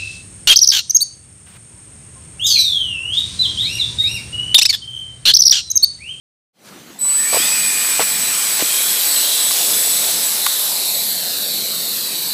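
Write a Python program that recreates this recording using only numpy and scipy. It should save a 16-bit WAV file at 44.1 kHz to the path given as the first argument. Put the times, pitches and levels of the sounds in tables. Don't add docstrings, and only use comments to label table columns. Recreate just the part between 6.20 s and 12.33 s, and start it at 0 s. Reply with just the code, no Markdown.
import sys
import numpy as np
from scipy import signal
from scipy.io import wavfile
from scipy.ndimage import uniform_filter1d

SR = 44100
rng = np.random.default_rng(int(sys.argv[2]) if len(sys.argv) > 2 else 0)


def waveform_to_disk(signal):
    frames = np.transpose(np.atleast_2d(signal))
    scaled = np.clip(frames, -1, 1) * 32767
    samples = np.round(scaled).astype(np.int16)
    wavfile.write(sys.argv[1], SR, samples)


def gain_from_db(level_db):
    decades = np.asarray(level_db, float) / 20
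    return 10 ** decades


N = 270333
T = np.arange(N) / SR

# time_s, switching_hz
SWITCH_HZ = [(.8, 7954), (1.7, 7955), (2.75, 7969), (3.0, 7968), (3.5, 7955), (4.1, 7946), (4.8, 7938),
             (5.2, 7952), (6.13, 7964)]
# time_s, level_db
WHISTLE_DB = [(.8, -16.5), (.9, -13), (1.02, -16.5), (2.73, -23), (2.79, -34), (2.85, -21), (2.98, -18),
              (3.1, -28), (3.26, -17), (3.34, -25), (3.65, -20), (4.09, -24), (4.21, -38), (4.31, -25),
              (4.44, -34), (4.5, -29), (5.2, -36), (6.13, -31)]
# time_s, level_db
HALF_TONE = [(.79, -41), (1.0, -44), (2.8, -34), (3.1, -29), (3.35, -36), (4.2, -36), (4.45, -31),
             (4.9, -32), (5.03, -41), (5.28, -28), (5.5, -36), (6.13, -33)]
# time_s, level_db
UPPER_TONE = [(.79, -37), (.95, -35), (1.4, -45), (2.5, -44), (2.85, -31), (3.3, -37), (3.6, -46),
              (6.13, -48)]
# time_s, level_db
WASH = [(.8, -34), (.84, -32), (.9, -26.5), (1.1, -20), (1.16, -15.5), (1.42, -17.5), (3.47, -16.5),
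        (4.23, -18.5), (4.96, -23), (6.13, -24)]
# frequency_hz, density_db_per_hz
WASH_GROUND = [(150, -50), (300, -13), (600, -10.5), (1100, -4), (2400, -1.5), (3200, -1.5), (5000, 0),
               (6900, -2), (9500, 1), (15300, -3)]
# frequency_hz, density_db_per_hz
WASH_AIR = [(150, -62), (300, -7), (600, -1.5), (1200, -9.5), (2900, -3), (5000, 2.5), (6500, 0.5),
            (9500, 2.5), (15300, 1)]
# time_s, air_share (0 ground, 1 air)
CLIMB = [(.8, 0.12), (2.28, 0.27), (3.47, 0.87), (4.23, 0.71), (4.96, 0.88)]
# time_s, turns_per_s
PROP = [(.8, 30), (1.2, 96), (2.3, 104), (2.8, 177), (4, 178), (6.13, 170)]
# time_s, centre_hz, level_db
LOW_HOUSING = [(2.3, 3834, -31), (2.59, 3444, -30), (2.83, 4410, -30), (3.09, 3880, -23.5),
               (3.61, 3863, -32.5), (3.9, 3922, -27), (4.91, 4113, -27), (6.13, 4218, -27.5)]
# time_s, centre_hz, level_db
HIGH_HOUSING = [(2.3, 12070, -29), (2.59, 11230, -24.5), (2.83, 11960, -21.5), (3.09, 11200, -27),
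                (3.61, 11260, -22.5), (3.9, 11150, -27), (4.95, 11920, -26), (6.13, 12050, -28)]
# time_s, shaft_turns_per_s, level_db (order levels add to it)
SHAFT = [(.84, 270, -50), (.92, 278, -44), (.96, 370, -46), (1.0, 500, -50), (1.09, 578, -38),
         (1.17, 612, -30), (1.26, 630, -34), (1.5, 614, -33), (2.0, 607, -40), (2.6, 610, -41),
         (2.95, 615, -55)]
# multiple, level_db
SHAFT_ORDERS = [(2, -17), (3, -9.5), (4, 2), (7.5, -7), (8, -7)]
# start_s, length_s, from_hz, to_hz, top_db
WHINES = [(0.859, 0.19, 4380, 4650, -39), (.885, 0.065, 2850, 2930, -41), (0.974, .12, 1767, 1830, -31),
          (1.098, .6, 1950, 2150, -37), (1.12, 0.24, 4780, 5080, -30), (1.17, .13, 2910, 3750, -28),
          (2.459, 0.33, 3130, 3360, -30.5), (2.681, 1.1, 4620, 4460, -36), (2.798, 0.52, 4710, 3695, -36),
          (2.92, 1, 3144, 3526, -32.5), (4.678, 0.25, 4300, 4200, -29), (5.252, 0.38, 4610, 4200, -30)]
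# start_s, level_db, pitch_hz
CRUNCH = [(.561, -33, 312), (.702, -29, 324), (1.144, -8, 595), (1.164, -10.5, 744), (1.171, -14.5, 460),
          (1.2, -22, 320), (1.795, -2.5, 764), (1.802, -9.5, 460), (2.422, -12, 545), (2.423, -12, 300)]
# start_s, length_s, scuff_db, scuff_top_hz, small_grains_db
SCUFFS = [(0.435, 0.074, -42.5, 7000, -46), (1.12, .062, -25.5, 6000, -10.5),
          (1.794, .041, -18.5, 3700, -21), (2.383, 0.051, -22.5, 5000, -26)]
# start_s, level_db
TICKS = [(.848, -38), (3.3051, -24), (4.261, -14.5)]
# frequency_hz, level_db, t60_s
TICK_MODES = [(1150, 0, .017), (1450, -8, .014), (2110, -4, .014), (2600, -7, .008), (3100, -7, .008),
              (5700, -10, .008)]
# frequency_hz, density_db_per_hz
STREET = [(120, -9), (300, -5.5), (600, -9), (1400, -13.5), (4300, -15), (15300, -23)]
# time_s, level_db
RUMBLE = [(.4, -48), (1.8, -42.5), (2.2, -46), (3.0, -49.5), (3.8, -42), (4.4, -56), (4.9, -44.5),
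          (6.13, -44.5)]

FIRST_ON_S, ALL_ON_S, FIRST_DB = .787, .813, -11.5
SWITCH_ON_S = 0.003
SKIRT_DB = -10.5
LOAD_FROM_S, LOAD_S = 2.2, 0.36
HOUSING_EDGE_HZ = 3000
GLIDE_BEND, WHINE_SKEW, WHINE_ENDS_DB = 1.5, 0.86, -5
LIFT_S, LAG_MS_PER_S, BOUNCE_GAIN, BOUNCE_RISE_S = 3.82, .64, .45, .85
GRAIN_CYCLES, GRAIN_HZ, GRAIN_SPREAD_OCTAVES = 2.8, 786, 0.52
SNAP_DB, SNAP_HZ = -12, 2640
SCRAPE_DB = 21
STREET_DB = -41.5
EDGE_HZ = 15330
FADE_FROM_S, FADE_S, FADE_BEND = .33, 0.19, 1.33


def evened(x):
    return x / np.sqrt(np.mean(x ** 2) + 1e-20)


def curve(rows, t=T):
    s, *columns = np.transpose(rows)
    return [np.interp(t, s, c) for c in columns]


def read(points, hz):
    f, value = np.transpose(points)
    return np.interp(np.log(hz + 1), np.log(f + 1), value)


def add(mix, start_s, sound):
    part = mix[round(start_s * SR):][:len(sound)]
    part += sound[:len(part)]


def drift(hz, n=N):
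    z = rng.standard_normal((n, 2)) @ [1, 1j]
    r = np.exp(-np.pi * hz / SR)
    for _ in range(2):
        z = signal.lfilter([1 - r], [1, -r], z)
    return z / np.sqrt(np.mean(abs(z) ** 2))


def tone(hz, fuzz, width_hz):
    fuzz = np.clip(fuzz, 0, 1)
    swing = np.sqrt(1 - fuzz) + np.sqrt(fuzz) * drift(width_hz, len(hz))
    turns = np.cumsum(hz) / SR + rng.random()
    return np.sqrt(2) * (swing * np.exp(2j * np.pi * turns)).real


def noise(field_db, patchy_db):
    frames, hz = N // 256 + 5, np.fft.rfftfreq(1024, 1 / SR)[:, None]
    a, b, patches = rng.standard_normal((frames, 513, 3)).T
    patches = uniform_filter1d(patches, size=10, axis=0)
    patches = evened(uniform_filter1d(patches, size=14, axis=1))
    level_db = field_db(hz, np.arange(frames) * 256 / SR) + patchy_db * patches
    z = (a + 1j * b) * gain_from_db(level_db)
    return signal.istft(z, nperseg=1024, noverlap=768)[1][:N]


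def drive():
    hz = curve(SWITCH_HZ)[0]
    on = np.clip((T - FIRST_ON_S) / SWITCH_ON_S, 0, 1)
    alone = np.clip((ALL_ON_S - T) / SWITCH_ON_S, 0, 1)
    blur = np.interp(T, [3.9, 4.6], [.03, .45])
    whistle = gain_from_db(curve(WHISTLE_DB)[0] + FIRST_DB * alone) * tone(hz, fuzz=blur, width_hz=37)
    half = gain_from_db(curve(HALF_TONE)[0]) * tone(hz / 2, fuzz=.45, width_hz=24)
    upper = gain_from_db(curve(UPPER_TONE)[0]) * tone(hz * 3 / 2, fuzz=0.41, width_hz=58)
    skirt = gain_from_db(curve(WASH)[0] + SKIRT_DB) * tone(hz, fuzz=0.85, width_hz=1270)
    return on * (whistle + half + upper + skirt)


def propellers():
    hiss = gain_from_db(curve(WASH)[0]) * evened(noise(wash_colour, patchy_db=1.5))
    load = np.clip((T - LOAD_FROM_S) / LOAD_S, 0, 1)
    return (T > WASH[0][0]) * chop(depth=0.072) * (hiss + load * housing())


def wash_colour(hz, t):
    climb = np.clip(curve(CLIMB, t)[0], 0, 1)
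    return (1 - climb) * read(WASH_GROUND, hz) + climb * read(WASH_AIR, hz)


def housing():
    (low_hz, low_db), (high_hz, high_db) = curve(LOW_HOUSING), curve(HIGH_HOUSING)
    band = 1.6 * tone(low_hz, fuzz=1, width_hz=800)
    for off_hz in (-400, -150, 150, 401):
        strand_hz = low_hz + off_hz + 70 * drift(2.5).real
        band += gain_from_db(3.0 * drift(4.0).real) * tone(strand_hz, fuzz=1, width_hz=260)
    band = signal.sosfilt(signal.butter(6, HOUSING_EDGE_HZ, "high", fs=SR, output="sos"), band)
    low = gain_from_db(low_db + 1.2 * drift(9.5).real) * evened(band)
    high = gain_from_db(high_db + 2.5 * drift(7.0).real) * tone(high_hz, fuzz=1, width_hz=1500)
    return low + high


def chop(depth):
    out = np.ones(N)
    for trim in (.97, .99, 1.01, 1.03):
        turns_per_s = curve(PROP)[0] * (trim + 0.0118 * drift(3.05).real)
        turns = np.cumsum(turns_per_s) / SR + rng.random()
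        out += depth * (np.cos(4 * np.pi * turns) + 0.74 * np.cos(2 * np.pi * turns))
    return evened(out)


def motors():
    shaft_hz, level_db = curve(SHAFT)
    idle = np.zeros(N)
    for order, db in SHAFT_ORDERS:
        for trim in (.982, 1.008):
            idle += gain_from_db(db) * tone(order * trim * shaft_hz, fuzz=.92, width_hz=30 * order)
    out = gain_from_db(level_db) * idle * (T > SHAFT[0][0]) * (T < SHAFT[-1][0])
    for start_s, length_s, from_hz, to_hz, top_db in WHINES:
        u = np.linspace(0, 1, round(length_s * SR))
        hz = to_hz + (from_hz - to_hz) * (1 - u) ** GLIDE_BEND
        swell_db = WHINE_ENDS_DB * (2 * u ** WHINE_SKEW - 1) ** 2
        add(out, start_s, gain_from_db(top_db + swell_db) * tone(hz, fuzz=0.8, width_hz=140))
    return out


def ground(x):
    aloft_s = np.maximum(T - LIFT_S, 0)
    dull = signal.lfilter(*signal.butter(2, 3600, fs=SR), x)
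    late = np.interp(T - LAG_MS_PER_S * aloft_s / 1000, T, dull)
    return x - BOUNCE_GAIN * np.minimum(aloft_s / BOUNCE_RISE_S, 1) * late


def steps(count=8):
    out = np.zeros(N)
    for start_s, db, hz in CRUNCH:
        add(out, start_s, grain(db, hz))
    for start_s, length_s, scuff_db, top_hz, grains_db in SCUFFS:
        for k, (late, pitch, size) in enumerate(rng.uniform(-0.99, 1, (count, 3))):
            grain_s = start_s + length_s * (k + 1 + 0.38 * late) / (count + 1)
            hz = GRAIN_HZ * 2 ** (GRAIN_SPREAD_OCTAVES * pitch)
            add(out, grain_s, grain(grains_db + 2.3 * size, hz))
        hiss, lumps = rng.standard_normal((8000, 2))[:round(length_s * SR)].T
        grit = hiss * gain_from_db(2.5 * uniform_filter1d(lumps, size=60) * np.sqrt(60))
        grit = signal.sosfilt(signal.butter(2, [450, top_hz], "band", fs=SR, output="sos"), grit)
        add(out, start_s, gain_from_db(scuff_db) * evened(grit) * signal.windows.tukey(len(grit), .5))
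    return out


def grain(db, hz):
    t = np.arange(0, 3 * GRAIN_CYCLES / hz, 1 / SR)
    envelope = np.minimum(hz * t / 0.39, 1) * np.exp(-2.0 * hz * t / GRAIN_CYCLES)
    body = np.sin(2 * np.pi * hz * t) * envelope
    snap = np.sin(2 * np.pi * SNAP_HZ * t) * np.exp(-t / 0.00092)
    return -gain_from_db(db) * (body + gain_from_db(SNAP_DB) * snap)


def ticks():
    out, t = np.zeros(N), np.arange(1500) / SR
    ring = sum(gain_from_db(db - 60 * t / t60_s) * np.sin(2 * np.pi * hz * t) for hz, db, t60_s in TICK_MODES)
    ring[0] += gain_from_db(SCRAPE_DB)
    no_bass = signal.butter(4, 950, "high", fs=SR, output="sos")
    for start_s, db in TICKS:
        scrape = rng.standard_normal(420) * np.hanning(420)
        tick = signal.sosfilt(no_bass, np.convolve(scrape, ring))
        add(out, start_s, gain_from_db(db) * evened(tick[:800]))
    return out


def street():
    air = gain_from_db(STREET_DB) * evened(noise(lambda hz, t: read(STREET, hz), patchy_db=2.5))
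    rumble_db = curve(RUMBLE)[0] + 3.6 * drift(8.1).real
    return air + gain_from_db(rumble_db) * tone(np.full(N, 190.), fuzz=1.0, width_hz=138)


def scene():
    mono = drive() + ground(propellers() + motors()) + steps() + ticks() + street()
    return np.array([mono, mono])


def roll_off(x):
    return signal.sosfilt(signal.butter(12, 16460, fs=SR, output="sos"), x)


def record(dry):
    thin = signal.sosfilt(signal.butter(2, 140, "high", fs=SR, output="sos"), dry)
    band_limit = signal.firwin(511, EDGE_HZ, window=("kaiser", 9), fs=SR)
    thin = signal.oaconvolve(thin, band_limit[None], "same")
    faded = thin * np.clip((T - FADE_FROM_S) / FADE_S, 0, 1) ** FADE_BEND
    return roll_off(faded)


dry = scene()
out = record(dry)
waveform_to_disk(out)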